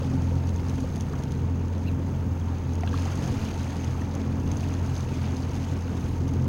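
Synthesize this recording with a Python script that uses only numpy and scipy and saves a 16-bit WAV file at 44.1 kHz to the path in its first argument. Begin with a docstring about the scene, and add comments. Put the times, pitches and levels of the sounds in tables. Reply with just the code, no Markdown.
"""An outboard engine idles on a small fishing boat in a bay: firing harmonics, a burbling exhaust, a faint gear whirr.
A second low tone sounds beside its hum. Waves run along the hull: filtered noise and damped bubble rings build to
each crest of wash and spray and drain away, with plops of rising pitch and small splashes of clumped droplets.
Low-passed noise is a little wind over a thin hiss; noise bursts are sharp ticks, and gliding partials one short chirp.
The microphone port adds resonances to the treble of spray, ticks and hiss."""
import sys
import numpy as np
from scipy import signal
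from scipy.fft import rfft, irfft, next_fast_len
from scipy.io import wavfile
from scipy.ndimage import map_coordinates

SR = 44100
rng = np.random.default_rng(int(sys.argv[2]) if len(sys.argv) > 2 else 0)


def unload_wav(signal):
    """Save mono or channel-first audio to the path in sys.argv[1] as 16-bit WAV at rate SR, clipped to [-1, 1]."""
    wavfile.write(
        sys.argv[1],
        SR,
        np.round(np.clip(np.atleast_2d(signal).T, -1, 1) * 32767).astype(np.int16),
    )


N = 285768

# spectral envelope of the ticks and of single drops: f/Hz, gain/dB
TICK_COLOUR = [(800, -26), (2800, 2.5), (4500, 0), (6200, 4), (7800, -12.5), (10000, -7.5), (15000, -19.5)]


def amp(db):
    """Amplitude ratio: 20 dB is a factor of ten."""
    return 10 ** (np.asarray(db) / 20)


def unit(x):
    """Normalisation: equal mean power, rms 1."""
    return x / np.sqrt(np.mean(x ** 2) + 1e-20)


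def curves(rows):
    """Linear interpolation: one value per sample for each column after the time."""
    s, *cols = np.transpose(rows)
    return [np.interp(np.arange(N) / SR, s, c) for c in cols]


def wobble(rate):
    """Band-limited fluctuation: a smooth curve through random knots, rate knots a second."""
    knots = rng.standard_normal(4096)
    return map_coordinates(knots, [np.arange(N) * rate / SR + 2], mode="wrap")


def filtered(x, response):
    """Linear filtering: the spectrum of x times a response of frequency."""
    size = next_fast_len(N + SR // 2)
    hz = np.fft.rfftfreq(size, 1 / SR)
    return irfft(rfft(x, size) * response(hz), size)[:N]


def coloured(x, points):
    """Minimum-phase filtering: a causal filter whose gain follows the (Hz, dB) points."""
    f, db = np.transpose(points)

    def response(hz):
        gain = amp(np.interp(np.log(hz + 1), np.log(f), db))
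        cepstrum = irfft(np.log(gain))
        half = len(cepstrum) // 2
        # folding the cepstrum onto positive time makes the filter causal
        folded = np.r_[cepstrum[0], 2 * cepstrum[1:half], np.zeros(half)]
        return np.exp(rfft(folded))
    return filtered(x, response)


def resonance(hz, centre, width):
    """Damped oscillator: one mode with gain 1 at its centre, both arguments in Hz."""
    return 1j * hz * width / (centre ** 2 - hz ** 2 + 1j * hz * width)


def noise():
    """White noise: equal power at all frequencies."""
    return rng.standard_normal(N)


def add(track, s, sound):
    """Superposition: mix a sound in at s seconds."""
    part = track[max(round(s * SR), 0):][:len(sound)]
    part += sound[:len(part)]


def port(x):
    """Port resonance: the microphone port lifts narrow bands of the treble."""
    # modes added to the direct sound: f/Hz, width/Hz, level/dB
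    port_modes = [(6430, 360, 9), (9530, 360, 0.5)]

    def response(hz):
        return 1 + sum(amp(db) * resonance(hz, centre, width) for centre, width, db in port_modes)
    return filtered(x, response)


def engine():
    """Harmonic series of the firing rate, with modulated noise for the wet exhaust and a gear resonance."""
    # engine speed: t/s, firing rate/Hz
    speed = [(0.1, 43.3), (0.74, 43.3), (0.84, 43.9), (1.09, 41.7), (1.25, 41.3), (1.6, 43.7), (2.15, 43.8),
             (2.42, 42.8), (2.73, 42.7), (3.16, 45.0), (3.74, 42.4), (4.7, 44.3), (4.82, 44.0), (5.1, 42.7),
             (5.49, 43.3), (5.6, 44.2), (6.09, 43.0), (6.45, 43.6)]
    # hum at twice the firing rate, before trim and flutter: t/s, level/dB
    hum_levels = [(0, -31.5), (0.47, -25), (0.7, -30), (1.27, -36), (1.45, -26), (2.05, -30), (2.7, -29.5),
                  (3.08, -27), (3.22, -33), (3.9, -31.5), (4.7, -29.5), (6.05, -31), (6.38, -27.5)]
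    # exhaust burble as the outlet rides higher or lower, before trim and surges: t/s, level/dB
    exhaust = [(0, -32.3), (0.4, -33), (1.0, -35), (1.6, -33.5), (2.0, -34), (2.7, -35.5), (3.2, -32.5),
               (3.7, -35.5), (4.35, -33), (5.05, -34.5), (6.02, -34), (6.38, -32)]
    # orders relative to one another: multiple of the firing rate, level/dB
    order_levels = [(1, -16), (3, -2.5), (4, -10.5), (5, -9.5), (6, -7.5), (7, -26.5)]
    # response of the exhaust leg and hull: f/Hz, gain/dB
    hull = [(60, -27), (100, 0), (150, 0.5), (195, -4), (220, 1), (242, -6.5), (268, 0), (310, -7.5),
            (380, -11.5), (490, -12.5), (600, -21.5), (1200, -31), (3000, -80)]
    orders_db, orders_growth = -0.07, 2.1  # the upper orders against the burble; they swing wider than it
    surge_db = 0.8  # depth of the quick random surges of the burble
    glug_hz, glug_width_hz = 346, 225  # throaty gulps of the wet outlet
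    glug_db, glug_swing_db = -17, 4  # their level against the burble, and depth of its random swing

    firing_hz, = curves(speed)
    hum_db, = curves(hum_levels)
    burble_db, = curves(exhaust)
    phase = 2 * np.pi * np.cumsum(firing_hz) / SR
    hum = amp(hum_db + 0.13 + 0.95 * wobble(16)) * unit(np.sin(2 * phase))

    # water over the outlet makes each order waver by itself, the phase of the high ones most
    orders = np.zeros(N)
    for k, db in order_levels:
        flutter = amp(db + 3.24 * wobble(15))
        jitter = rng.uniform(0, 2 * np.pi) + 0.094 * k * wobble(18)
        orders += flutter * unit(np.sin(k * phase + jitter))
    mean_db = burble_db.mean()
    orders_gain = amp(orders_db + mean_db + orders_growth * (burble_db - mean_db))

    # the half-rate term makes alternate puffs unequal
    puffs = np.exp(0.094 * np.cos(phase) + 0.087 * np.cos(phase / 2))
    burble = amp(0.12 + surge_db * wobble(12)) * unit(coloured(puffs * noise(), hull))
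    gulps = filtered(puffs * noise(), lambda hz: resonance(hz, glug_hz, glug_width_hz) ** 2)
    glugs = amp(glug_db + glug_swing_db * wobble(22)) * unit(gulps)
    shaken = noise() * (1 + 0.3 * np.cos(phase))
    gears = amp(-53.0 + 0.33 * wobble(4.03)) * unit(filtered(shaken, lambda hz: resonance(hz, 904, 96) ** 2))
    return hum + orders_gain * orders + amp(burble_db) * (burble + glugs) + gears


def drone():
    """Phase-modulated sinusoid: a second low tone swells beside the hum for a while."""
    # t/s, level/dB
    level_db, = curves([(0, -41), (.8, -51), (1.1, -35), (2.1, -46.5), (2.6, -48.5), (6.48, -52)])
    phase = 2 * np.pi * 148.5 * np.arange(N) / SR + 0.34 * wobble(5.5)
    return amp(level_db) * unit(np.sin(phase))


def swell():
    """Power addition of waves: wash and spray gains build to each crest, then drain away exponentially."""
    # waves along the hull, before trims: crest t/s, spray level/dB, wash level/dB, rise/s, fade/(dB/s)
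    waves = [(0.05, -51, -48.5, 0.17, 24), (0.72, -52.5, -53, 0.24, 9), (2.55, -61.5, -52, 0.19, 1),
             (3.1, -46, -45.5, 0.16, 8.5), (3.27, -51.5, -48.5, 0.08, 10.5), (4.55, -51.5, -49, 0.055, 9.5),
             (5.0, -51.5, -55.5, 0.1, 6), (5.28, -52.5, -49, 0.033, 18), (5.56, -51, -60, 0.034, 24)]
    t = np.arange(N) / SR
    wash, spray = amp(-48), amp(-58)  # the water between waves
    for s, spray_db, wash_db, rise, fade in waves:
        build = np.exp(-(np.minimum(t - s, 0) / rise) ** 2 / 2)
        shape = build * amp(-fade * np.maximum(t - s, 0))
        wash = np.hypot(wash, amp(wash_db) * shape)
        spray = np.hypot(spray, amp(spray_db) * shape)
    return wash, spray


def bubbles(count, centre_hz, spread, cycles, size_db):
    """Bubble resonance: a cloud of small damped, slightly rising rings, rms 1."""
    when, size = rng.random((2, count))
    hz = centre_hz * np.exp(spread * rng.standard_normal((count, 1)))
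    hz = np.clip(hz, 200, 14000)
    turns = hz * np.arange(768) / SR
    age = turns / cycles  # each ring falls by a factor e in this many cycles
    rings = np.sin(2 * np.pi * turns * (1 + 0.039 * np.minimum(age, 4))) * np.exp(-age)
    gain = amp(size_db * np.minimum(-np.log(1 - size), 5))
    at = (when * N).astype(int)[:, None] + np.arange(rings.shape[1])
    cloud = np.bincount(at.ravel(), (gain[:, None] * rings).ravel(), N)[:N]
    return unit(cloud)


def patter(rate, size_db):
    """Poisson impacts: tiny clicks of uneven size at random moments, rate a second, rms 1."""
    size = amp(size_db * np.clip(noise(), -2, 2))
    return unit((rng.random(N) < rate / SR) * size * np.sign(noise()))


def spatter():
    """Impulsive excitation: single drops land at random, each a faint bright tick, rms 1."""
    t = np.arange(SR // 50) / SR
    decay = amp(-60 * t / 0.022)
    hits = np.abs(patter(rate=40, size_db=5))
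    bursts = signal.fftconvolve(hits, decay)[:N]
    return unit(port(coloured(bursts * noise(), TICK_COLOUR)))


def water():
    """Bubble and droplet noise: each wave lifts a gurgling wash and a spray of rings, bursts and crisp drops."""
    # spectral envelope of the wash: f/Hz, gain/dB
    wash_colour = [(200, -21.5), (450, -4), (620, -2), (800, -0.5), (1000, -3), (1400, -4.5), (1900, -9.5),
                   (2800, -14), (5000, -31.5), (16000, -58)]
    # spectral envelope of the spray: f/Hz, gain/dB
    spray_colour = [(700, -18.5), (1600, -3), (2600, 1.5), (3800, -2), (4800, 0.5), (6300, -5),
                    (7500, -7.5), (10000, -13.5), (13500, -15.5), (16000, -15)]
    wash_gain, spray_gain = swell()
    gurgle = bubbles(count=3000, centre_hz=1102.0, spread=0.605, cycles=6.5, size_db=0.5)
    wash = unit(coloured(noise() + amp(-11.5) * gurgle, wash_colour))
    drops = bubbles(count=6000, centre_hz=3983, spread=0.643, cycles=5.0, size_db=2.0)
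    bursts = patter(rate=410, size_db=3.5)
    fizz = (noise() + amp(0.5) * drops + amp(-2.0) * bursts) * amp(1.35 * wobble(110))
    spray = unit(port(coloured(fizz, spray_colour))) + amp(-9) * spatter()
    washing = wash_gain * amp(0.62 * wobble(24)) * wash
    spraying = spray_gain * amp(-1.0 + 0.79 * wobble(11)) * spray
    return washing + spraying


def air():
    """Turbulence noise: light wind rumbles on the microphone over a thin steady hiss."""
    # spectral envelope of the wind: f/Hz, gain/dB
    wind = [(10, -17), (25, -5), (45, -1.5), (65, 4), (110, 1.5), (200, -16.5), (600, -50)]
    # spectral envelope of the hiss: f/Hz, gain/dB
    hiss_colour = [(1000, -2), (3000, 13), (7000, 6.5), (11000, -8), (14200, -14), (15700, 15)]
    rumble = amp(-38.5 + 2.5 * wobble(4.28)) * unit(coloured(noise(), wind))
    hiss = amp(-61.0) * unit(port(coloured(noise(), hiss_colour)))
    return rumble + hiss


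def plops():
    """Cavity resonance: air pockets close at the hull with a faint snap and ring with a rising pitch."""
    # water plopping at the hull: t/s, level before the envelope/dB, starting pitch f/Hz
    pockets = [(0.019, -23.5, 523), (0.319, -24, 490), (0.823, -15.5, 240), (0.842, -21, 497),
               (0.952, -17, 155.8), (1.134, -28, 1110), (1.138, -32, 1590), (1.199, -28, 564),
               (1.902, -26.5, 314), (2.414, -36, 3240), (2.834, -18, 699.6), (2.873, -30, 1590),
               (2.93, -28, 1620), (2.94, -21.5, 1120), (2.942, -25, 1320), (3.059, -24.5, 776),
               (4.018, -30.5, 1826), (4.141, -30, 507), (5.17, -25, 340), (6.36, -23, 384)]
    t60_at_1khz, size_law = 0.025, 0.45  # ring time in s; larger, lower pockets ring longer by this power
    out, t = np.zeros(N), np.arange(SR // 6) / SR
    onset = 1 - np.exp(-t / .0015)
    for s, db, hz in pockets:
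        khz = hz / 1000
        t60 = t60_at_1khz / khz ** size_law
        ring = amp(-60 * t / t60) * onset * np.sin(2 * np.pi * hz * t * (1 + 0.04 * t / t60))
        snap = amp(-27 - 60 * t / 0.009) * rng.standard_normal(len(t))
        add(out, s, amp(db) * (ring + snap * min(khz, 1)))
    return out


def ticks():
    """Transient noise: each sharp tick is a burst decaying within milliseconds."""
    # t/s, level before trim, envelope and colour/dB
    tick_times = [(0.471, -32), (0.4913, -29.5), (0.6956, -28.5), (0.805, -30.5), (0.958, -27.5),
                  (0.965, -30), (1.007, -22), (1.02, -33), (1.2354, -27), (1.3192, -27.5), (2.7532, -30.5),
                  (2.807, -31), (3.7668, -31.5), (4.1508, -25.5), (4.5154, -25.5), (4.569, -29),
                  (4.606, -28.5), (4.8609, -28.5), (5.006, -27), (5.5529, -27.5), (6.289, -32.5),
                  (6.3349, -31)]
    out, t = np.zeros(N), np.arange(SR // 30) / SR
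    envelope = amp(-60 * t / .012) * (1 - np.exp(-t / 0.0011))
    for s, db in tick_times:
        add(out, s, amp(db - 2.0) * envelope * rng.standard_normal(len(t)))
    return coloured(out, TICK_COLOUR)


def splashes():
    """Resonant droplet impacts: a wavelet breaks in a quick clump of droplets around one pitch."""
    # small splashes against the hull: t/s, level before trim/dB, centre f/Hz, length/s
    wavelets = [(0.588, -49, 2340, 0.021), (1.136, -39, 1180, 0.015), (2.833, -40, 1900, 0.006),
                (2.873, -42, 3070, 0.012), (2.946, -44, 3100, 0.011), (2.974, -38, 3700, 0.008),
                (3.059, -45, 1100, 0.055), (3.458, -50, 3040, 0.036), (4.141, -41, 1200, 0.017),
                (5.236, -44, 2450, 0.04), (5.873, -45, 1500, 0.03)]
    out, t = np.zeros(N), np.arange(SR // 2) / SR
    hz = np.fft.rfftfreq(len(t), 1 / SR)
    for s, db, centre, length in wavelets:
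        drops = patter(rate=1500, size_db=10.0)[:len(t)]
        mode = resonance(hz, centre, 0.49 * centre) ** 2
        ring = unit(irfft(rfft(drops) * mode, len(t)))
        age = 3 * t / length  # the envelope peaks at a third of the length
        add(out, s, amp(db - 1.5) * age * np.exp(1 - age) * ring)
    return out


def chirp():
    """Frequency modulation: a short, rough, arched squeak with uneven overtones."""
    # one thin chirp, before roughness: t/s, pitch f/Hz, level/dB
    glide = [(1.85, 2046, -58), (1.866, 2620, -48), (1.878, 2870, -44.5), (1.892, 2523, -47.5),
             (1.905, 2400, -58)]
    # multiple of the pitch, mean level/dB
    chirp_partials = [(1, 0), (1.5, -8.5), (4.7, -19)]
    hz, db = curves(glide)
    t = np.arange(N) / SR
    phase = 2 * np.pi * np.cumsum(hz * (1 + .033 * wobble(900))) / SR
    partials = sum(amp(level + 2 * wobble(150)) * np.sin(k * phase) for k, level in chirp_partials)
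    sounding = (t > glide[0][0]) * (t < glide[-1][0])
    return sounding * amp(db + 2 * wobble(370)) * partials


def scene():
    """Superposition: all sources add at one microphone."""
    boat = engine() + drone()
    sea = water() + splashes() + plops()
    return (boat + sea + air() + port(ticks()) + chirp())[None]


def record(dry):
    """Band limitation: nothing passes above 15850 Hz."""
    return filtered(dry[0], lambda hz: hz < 15850)[None]


dry = scene()
out = record(dry)
unload_wav(out)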